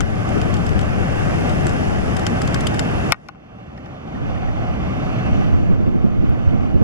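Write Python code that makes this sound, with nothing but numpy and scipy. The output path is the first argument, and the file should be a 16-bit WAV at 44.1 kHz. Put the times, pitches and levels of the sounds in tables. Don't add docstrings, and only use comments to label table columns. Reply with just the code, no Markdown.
import sys
import numpy as np
from scipy import signal
from scipy.fft import rfft, irfft, next_fast_len
from scipy.io import wavfile
from scipy.ndimage import uniform_filter1d, map_coordinates

SR = 44100
rng = np.random.default_rng(int(sys.argv[2]) if len(sys.argv) > 2 else 0)


def transcribe(signal):
    frames = np.atleast_2d(signal).T
    limited = np.clip(frames, -1, 1)
    pcm = np.round(limited * 32767).astype(np.int16)
    wavfile.write(sys.argv[1], SR, pcm)


N = 301203


def amp(db):
    return 10 ** (np.asarray(db) / 20)


def unit(x):
    return x / np.sqrt(np.mean(x ** 2) + 1e-20)


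def along(points, hz):
    freqs, values = np.transpose(points)
    return np.interp(np.log(hz + 1), np.log(freqs + 1), values)


def curve(points):
    return np.interp(np.arange(N) / SR, *np.transpose(points))


def wobble(rate):
    return map_coordinates(rng.standard_normal(int(N * rate / SR) + 4), [np.arange(N) * rate / SR])


def filtered(x, response):
    size = next_fast_len(N + SR // 2)
    return irfft(rfft(x, size) * response(np.fft.rfftfreq(size, 1 / SR)), size)[..., :N]


def pan(side_db):
    side_db = np.atleast_1d(side_db)
    return amp(np.array([side_db, -side_db]) / 2)


def noise(patchy_db):
    cells = signal.stft(rng.standard_normal(N), nperseg=512)[2]
    patches = uniform_filter1d(rng.standard_normal(cells.shape), size=4, axis=0)
    patches = unit(uniform_filter1d(patches, size=16, axis=1))
    return signal.istft(cells * amp(patchy_db * patches), nperseg=512)[1][:N]


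def stereo_noise(spectrum, width, locked, patchy_db):
    common = noise(patchy_db)
    lagging = np.imag(signal.hilbert(common, next_fast_len(N)))[:N]
    apart = np.sqrt(locked) * lagging + np.sqrt(1 - locked) * noise(patchy_db)
    mid = filtered(common, lambda hz: amp(along(spectrum, hz)))
    side = filtered(apart, lambda hz: amp(along(spectrum, hz) + along(width, hz)))
    return unit(np.array([mid + side, mid - side]))


def coloured(x, resonances):
    def response(hz):
        return amp(sum(np.outer([left_db, right_db], 1 / (1 + (2 * (hz - centre) / width) ** 2))
                       for centre, width, left_db, right_db in resonances))
    return filtered(x, response)


def add(track, start, sound):
    part = track[..., round(start * SR):][..., :sound.shape[-1]]
    part += sound[..., :part.shape[-1]]


# time in seconds, swell in dB.
ROAR_SWELL = [(0.1, -4), (0.36, -0.2), (0.72, -1.64), (1.48, 0.5), (1.98, -1.5), (2.35, 0), (2.95, 0),
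              (3.6, 0.5), (4.05, -4), (4.5, -4.6), (4.85, -2.5), (5.27, -1), (5.45, -2.5), (5.78, -7),
              (6.05, -8), (6.52, -5.5), (6.8, -8)]
# frequency in Hz, relative density in dB.
RUMBLE_SPECTRUM = [(13, -42.5), (22, -24), (59, -3), (90, -4), (122, -1), (193, -3), (332, -11.5),
                   (364, -15.5), (520, -28), (680, -56), (1140, -120)]
RUSH_SPECTRUM = [(240, -29), (400, -6.5), (450, -4), (514, -2.5), (744, 2.5), (916, -8.5), (1190, -5),
                 (1860, -16), (2040, -14), (3030, -23), (3960, -32), (4260, -27.5), (5900, -31),
                 (8060, -40.5), (13700, -50)]
# frequency in Hz, side over mid in dB.
RUMBLE_WIDTH = [(50, -24.5), (150, -14), (400, 6.5)]
RUSH_WIDTH = [(400, 3), (640, -2), (820, 7), (1150, -1), (1420, -1.5), (1780, 8.5), (2080, 8), (2300, 5),
              (3250, 11), (3550, 9.5), (4300, 0.5), (6000, 0.5), (9000, -1)]
# frequency in Hz, left over right in dB.
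RUSH_PAN = [(450, -8.5), (750, 3.5), (1100, 0.5), (1600, -2), (2600, -6), (3200, -4.5), (4200, -3.5),
            (9000, 0)]
# centre and width in Hz, left and right lift in dB.
BODY_RESONANCES = [(583, 74, 1.5, 2.5), (676, 90, -3.5, 0.5), (1160, 220, -3, 3.5), (1430, 100, 0.5, 1.5),
                   (1710, 420, 3.5, 0), (1920, 280, -4, -2), (2300, 150, 1.5, -0.5), (2540, 200, -5.5, 0.5),
                   (2760, 160, 2, 1), (3060, 160, 4, 3), (3226, 160, -13, -6), (3510, 200, 4.5, 2),
                   (4060, 180, 4, 2), (5170, 300, -3, 0)]


def engines(rumble_db=-21.5, rush_db=-27, rumble_swing=1.51, dulling=0.52, clear_db=-2):
    swell_db = curve(ROAR_SWELL)
    rumble_gain = amp(rumble_db + rumble_swing * swell_db + 0.9 * wobble(10))
    rumble = stereo_noise(RUMBLE_SPECTRUM, RUMBLE_WIDTH, locked=0.61, patchy_db=-0.17)
    rush = stereo_noise(RUSH_SPECTRUM, RUSH_WIDTH, locked=0.54, patchy_db=1.0)
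    treble = filtered(rush, lambda hz: hz ** 2 / (hz ** 2 + 2400 ** 2))
    treble_gain = amp(dulling * np.minimum(swell_db - clear_db, 0))
    rush = rush + treble * (treble_gain - 1)
    rush = filtered(rush, lambda hz: pan(along(RUSH_PAN, hz)))
    rush_gain = amp(rush_db + swell_db + 0.41 * wobble(15) + 0.59 * wobble(90))
    return rumble_gain * rumble + rush_gain * coloured(rush, BODY_RESONANCES)


# pitch in Hz, relative level in dB,
# swing in dB per dB of the roar's swell, slow wander in Hz.
TURBINE_TONES = [(2260, -66.5, 2.5, 16), (2690, -52, 4, 22), (3094, -61, 2, 24), (5600, -70.5, 1.3, 3.5),
                 (6013, -67, 1.25, 4), (6700, -72, .9, 4)]


def turbine_whine(gain_db=8.5, right_lead_rad=2.15):
    swell_db = curve(ROAR_SWELL)
    waver = 1 + 0.0004 * wobble(3) + 0.00093 * wobble(70)
    tones = np.zeros((2, N))
    for hz, db, swing, wander_hz in TURBINE_TONES:
        pitch_hz = hz * waver + wander_hz * wobble(1.8) + 9 * wobble(60)
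        phase = 2 * np.pi * np.cumsum(pitch_hz) / SR
        gain = amp(db + swing * swell_db + 1.3 * wobble(7.3))
        tones += gain * np.sin([phase, phase + right_lead_rad])
    return tones * amp(gain_db) * pan(-2)


# start and length in seconds, strength over the breeze
# in dB, left over right in dB.
WIND_GUSTS = [(-.08, 0.034, 19.5, 9.5), (0.275, 0.46, 16, 9.5), (0.657, 0.093, 16.5, 16.5),
              (.85, 1.38, 15, 7.5), (2.35, 0.81, 13, 2), (4.128, 0.32, 15, -3.5), (4.5, 1, 12.5, -1),
              (5.216, 1.13, 19.5, -3), (6.417, 0.54, 19.5, -2.5)]


def gusts(attack_s=0.053, release_s=0.29):
    t = np.arange(N) / SR
    start, length, db, side_db = np.transpose(WIND_GUSTS)[:, :, None]
    rise = np.clip((t - start) / attack_s, 0, 1)
    fall = np.exp(-np.maximum(t - start - length, 0) / release_s)
    push = amp(db) * rise * fall
    strength_db = 10 * np.log10(1 + np.max(push, axis=0) ** 2)
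    lean_db = np.sum(push * side_db, axis=0) / (1 + np.sum(push, axis=0))
    return strength_db, lean_db


# time in seconds, buffet lift in dB, flutter lift in dB.
PORT_EDDIES = [(.37, -2, 10.5), (.56, 8.5, 2), (1.0, 3, 6), (1.45, 8, 10), (2.32, -2, 13), (2.46, 11, 0),
               (3.075, 0.5, 10), (4.295, 4.5, -3.5), (4.495, 5, 7), (5.33, 8, -7), (5.39, 1, 0),
               (5.455, 6, -1), (5.54, 13.5, 4), (5.6, 7, 7), (5.713, -2, 11), (5.81, 0, 4.5),
               (5.878, 6, 8.5), (5.955, -4, 7.5), (6.05, -3, 8.5), (6.16, -5, 0), (6.24, -2, 7.5),
               (6.295, 11, 2), (6.48, 11, -3), (6.545, 2, 6.5), (6.62, -4, 2), (6.755, 11, 8.5),
               (6.82, 2, 9)]


def eddies(half_passage_s=0.015):
    times, *lifts_db = np.transpose(PORT_EDDIES)
    passing = np.exp(-((np.arange(N) / SR - times[:, None]) / half_passage_s) ** 2)
    return np.array(lifts_db) @ passing


# frequency in Hz, relative density in dB.
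BUFFET_SPECTRUM = [(15, -5.5), (30, -14.5), (65, -2), (110, -0.5), (170, -22.5), (400, -39), (1000, -100)]
FLUTTER_SPECTRUM = [(50, -30), (130, -2.5), (200, 3), (330, -4), (600, -15.5), (1200, -36.5), (3000, -79),
                    (8000, -73)]
# frequency in Hz, side over mid in dB.
WIND_WIDTH = [(30, 19), (300, 13.1), (1000, 9.8)]


def wind(buffet_lull_db=-38.5, flutter_lull_db=-56.5, flutter_growth=1.78):
    gust_db, lean_db = gusts()
    thump_db, flap_db = eddies()
    buffet_gain = amp(buffet_lull_db + gust_db + thump_db + 0.77 * wobble(35))
    buffet = stereo_noise(BUFFET_SPECTRUM, WIND_WIDTH, locked=0, patchy_db=1.0)
    flutter_gain = amp(flutter_lull_db + flutter_growth * gust_db + flap_db + 0.54 * wobble(25))
    flutter = stereo_noise(FLUTTER_SPECTRUM, WIND_WIDTH, locked=0.1, patchy_db=-0.5)
    return (buffet_gain * buffet + flutter_gain * flutter) * pan(lean_db)


# time in seconds, relative level in dB.
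MOTOR_LEVEL = [(.06, -43), (.33, -39), (.95, -40), (1.35, -35.5), (2.0, -37.5), (3.1, -38.5)]
# frequency in Hz, relative density in dB.
MOTOR_SPECTRUM = [(220, -3), (320, 14.5), (420, 10), (800, 5.5), (1100, -8), (1500, 7.5), (2800, -2.5),
                  (4200, -16.5), (7200, -14.5), (8800, -20), (9800, -17.5), (11300, -27), (14000, -37.5)]
# frequency in Hz, side over mid in dB.
MOTOR_WIDTH = [(400, 8.7), (1100, 6.2), (1800, 6.4), (3500, 1.8), (4500, 5.6), (9000, 0.5)]
# frequency in Hz, left over right in dB.
MOTOR_PAN = [(1000, 8), (2500, -3.5), (4500, 8.5), (8500, 13.5), (11000, 1.5)]


def zoom_motor(turn_hz=39.9, stop_s=3.287, gain_db=8.0):
    t = np.arange(N) / SR
    angle = 2 * np.pi * turn_hz * t
    throb = 1 + 0.083 * np.sin(angle) - 0.13 * np.cos(2 * angle)
    running = np.clip((stop_s - t) / 0.0057, 0, 1)
    whirr = stereo_noise(MOTOR_SPECTRUM, MOTOR_WIDTH, locked=0.39, patchy_db=1.5)
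    whirr = filtered(whirr, lambda hz: pan(along(MOTOR_PAN, hz)))
    return amp(curve(MOTOR_LEVEL) + gain_db) * throb * running * whirr


# start in seconds, relative level in dB.
LENS_CATCHES = [(.005, -18), (0.2892, -31), (.4145, -26), (0.54, -24.5), (0.567, -32), (.6649, -28),
                (0.6905, -30), (.7911, -26.5), (.8116, -28), (1.494, -26), (1.667, -22.5), (1.6931, -26),
                (2.167, -22.5), (2.1935, -27), (2.2658, -15), (2.417, -19), (2.4755, -25), (2.5432, -16.5),
                (2.6063, -22.5), (2.6687, -12.5), (2.743, -25), (2.7931, -15)]
# frequency in Hz, gain in dB.
CATCH_TONE = [(300, -58), (1450, 13.5), (2200, 0.5), (3100, 4.5), (4200, -2), (5300, -3), (6500, -3),
              (7700, 1), (12000, -19), (15000, -30.5)]
# frequency in Hz, left over right in dB.
CATCH_PAN = [(1500, 9), (5000, 12), (8500, 9), (10500, 4), (12500, -6)]


def lens_ticks(t60=0.027, attack_s=0.00048, grit_db=4, colour_db=2.5):
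    track, t = np.zeros((2, N)), np.arange(SR // 20) / SR
    for start, db in LENS_CATCHES:
        roughness = amp(grit_db * rng.standard_normal(len(t)))
        hiss = rng.standard_normal(len(t)) + 1.3 * rng.standard_normal((2, len(t)))
        spectrum = rfft(roughness * hiss)
        colour = unit(uniform_filter1d(rng.standard_normal(spectrum.shape[1]), size=40))
        grit = unit(irfft(spectrum * amp(colour_db * colour), len(t)))
        envelope = amp(db - 60 * t / t60) * (1 - np.exp(-t / attack_s))
        add(track, start, envelope * grit)
    return filtered(track, lambda hz: amp(along(CATCH_TONE, hz)) * pan(along(CATCH_PAN, hz)))


# centre and width in Hz, left and right lift in dB.
HOUSING_RESONANCES = [(2300, 110, -3, -7), (3110, 120, 4.5, -3.5), (3770, 160, 4.5, 6),
                      (5070, 400, 6.5, 2.5), (5900, 160, 4.5, -8.5), (7620, 280, 1, 5.5),
                      (9900, 410, 4.5, 0.5), (12380, 900, 2.5, 7)]


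def zoom_lens():
    return coloured(zoom_motor() + lens_ticks(), HOUSING_RESONANCES)


# start in seconds, relative level in dB, # low cut in Hz, high cut in Hz (higher for a harder blow).
KNOCKS = [(.0055, -8, 400, 1490), (3.1217, 6.5, 150, 12000), (3.1275, 8, 400, 2610), (3.143, 6, 900, 1500),
          (3.286, -1, 1000, 9100), (3.2892, 13.5, 640, 800), (3.347, 3, 696, 600), (3.356, 1.5, 703, 590),
          (3.7768, -19.5, 1500, 6960), (3.86, -23, 1500, 7000)]
# mode in Hz, level in dB, 60 dB decay in seconds.
SHELL_MODES = [(290, -19, 0.027), (790, -11, .035), (1050, -10, 0.03), (1223, -6, 0.029), (1473, -5, 0.031),
               (1870, -15, 0.068), (2234, 2.5, 0.012), (2620, -12.5, 0.05), (2940, -14, 0.03),
               (3740, -12.5, 0.03), (4270, -14.5, 0.03), (5300, -2.5, 0.0099), (6500, -16, .012)]
# frequency in Hz, left over right in dB.
KNOCK_PAN = [(800, 12.5), (2200, 8), (5500, 10.5), (12000, 0)]


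def clacks(gain_db=-8.5, crack_db=-7, crack_t60=0.0086, tail_db=-27, tail_t60=0.048):
    track, t = np.zeros((2, N)), np.arange(SR // 6) / SR
    arrival = t - np.array([[0.00011], [0]])
    ring = sum((-1) ** k * amp(db - 60 * t / t60) * np.sin(2 * np.pi * hz * arrival)
               for k, (hz, db, t60) in enumerate(SHELL_MODES))
    ring *= 1 - np.exp(-t / 0.00018)
    crack_envelope = amp(crack_db - 60 * t / crack_t60) + amp(tail_db - 60 * t / tail_t60)
    for start, db, low_hz, high_hz in KNOCKS:
        crack = crack_envelope * rng.standard_normal((2, len(t)))
        high_cut = signal.butter(2, high_hz, fs=SR)
        low_cut = signal.butter(3, low_hz, "high", fs=SR)
        blow = signal.lfilter(*high_cut, ring + crack)
        add(track, start, amp(db + gain_db) * signal.lfilter(*low_cut, blow))
    return filtered(track, lambda hz: pan(along(KNOCK_PAN, hz)))


# start in seconds, level in dB.
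LOOSE_TAPS = [(3.78, -24), (3.859, -34), (4.152, -32), (4.361, -33), (4.485, -32)]


def taps(hz=1850, t60=0.039, attack_s=0.0013):
    track, t = np.zeros((2, N)), np.arange(SR // 10) / SR
    for start, db in LOOSE_TAPS:
        envelope = amp(db - 60 * t / t60) * (1 - np.exp(-t / attack_s))
        add(track, start, envelope * np.sin(2 * np.pi * hz * t))
    return track * pan(3)


# frequency in Hz, relative density in dB.
HOWL_SPECTRUM = [(1900, -54), (2350, -8), (2600, 6), (2850, -4), (3150, -12.5), (3600, -50.5)]
# time in seconds, level in dB.
HOWL_LEVEL = [(4.3, -67), (5.0, -58), (5.25, -46), (5.6, -63)]


def fan_howl():
    gain = amp(curve(HOWL_LEVEL) + 1.3 * wobble(21))
    howl = stereo_noise(HOWL_SPECTRUM, width=[(2600, 5.2)], locked=0.54, patchy_db=1)
    return gain * howl * pan(-1.5)


# start in seconds, relative level in dB, low cut in Hz.
HIGH_TICKS = [(5.7125, -49, 4000), (5.8874, -44, 4500), (5.9109, -54, 9000), (6.178, -58, 9000),
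              (6.2943, -37, 10200)]


def high_ticks(t60=0.012, gain_db=-4):
    track, t = np.zeros((2, N)), np.arange(SR // 30) / SR
    for start, db, low_hz in HIGH_TICKS:
        low_cut = signal.butter(6, low_hz, "high", fs=SR, output="sos")
        burst = amp(db + gain_db - 60 * t / t60) * rng.standard_normal((2, len(t)))
        add(track, start, signal.sosfilt(low_cut, burst))
    return track


def scene():
    airliner = engines() + fan_howl() + turbine_whine()
    return airliner + wind() + zoom_lens() + clacks() + taps() + high_ticks()


def gain_control(x, threshold_db=-18, slope=9, depth_db=24, hold_s=0.044, release_db_per_s=26.0,
                 attack_s=0.0094):
    t = np.arange(N) / SR
    sensed = filtered(x, lambda hz: hz ** 2 / (hz ** 2 + 900 ** 2))
    power = uniform_filter1d(np.mean(sensed ** 2, axis=0), size=512, origin=255)
    level_db = 10 * np.log10(np.abs(power) + 1e-12)
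    wanted_db = np.clip(slope * (level_db - threshold_db), 0, depth_db)
    cut_db = np.maximum.accumulate(wanted_db + release_db_per_s * t) - release_db_per_s * t
    held_db = np.maximum(cut_db, np.interp(t - hold_s, t, cut_db))
    step = 1 / (attack_s * SR)
    return x * amp(-signal.lfilter([step], [1, step - 1], held_db))


# centre in Hz, width in Hz.
MOTOR_NOTCHES = [(3925, 180), (7870, 310)]


def record(dry, top_hz=14300):
    def dips(hz):
        return np.prod([(centre ** 2 - hz ** 2) / (centre ** 2 - hz ** 2 + 1j * hz * width)
                        for centre, width in MOTOR_NOTCHES], axis=0)
    ducked = gain_control(filtered(dry, dips))
    return filtered(np.clip(ducked, -1, 1), lambda hz: 1 / (1 + (hz / top_hz) ** 60))


dry = scene()
out = record(dry)
transcribe(out)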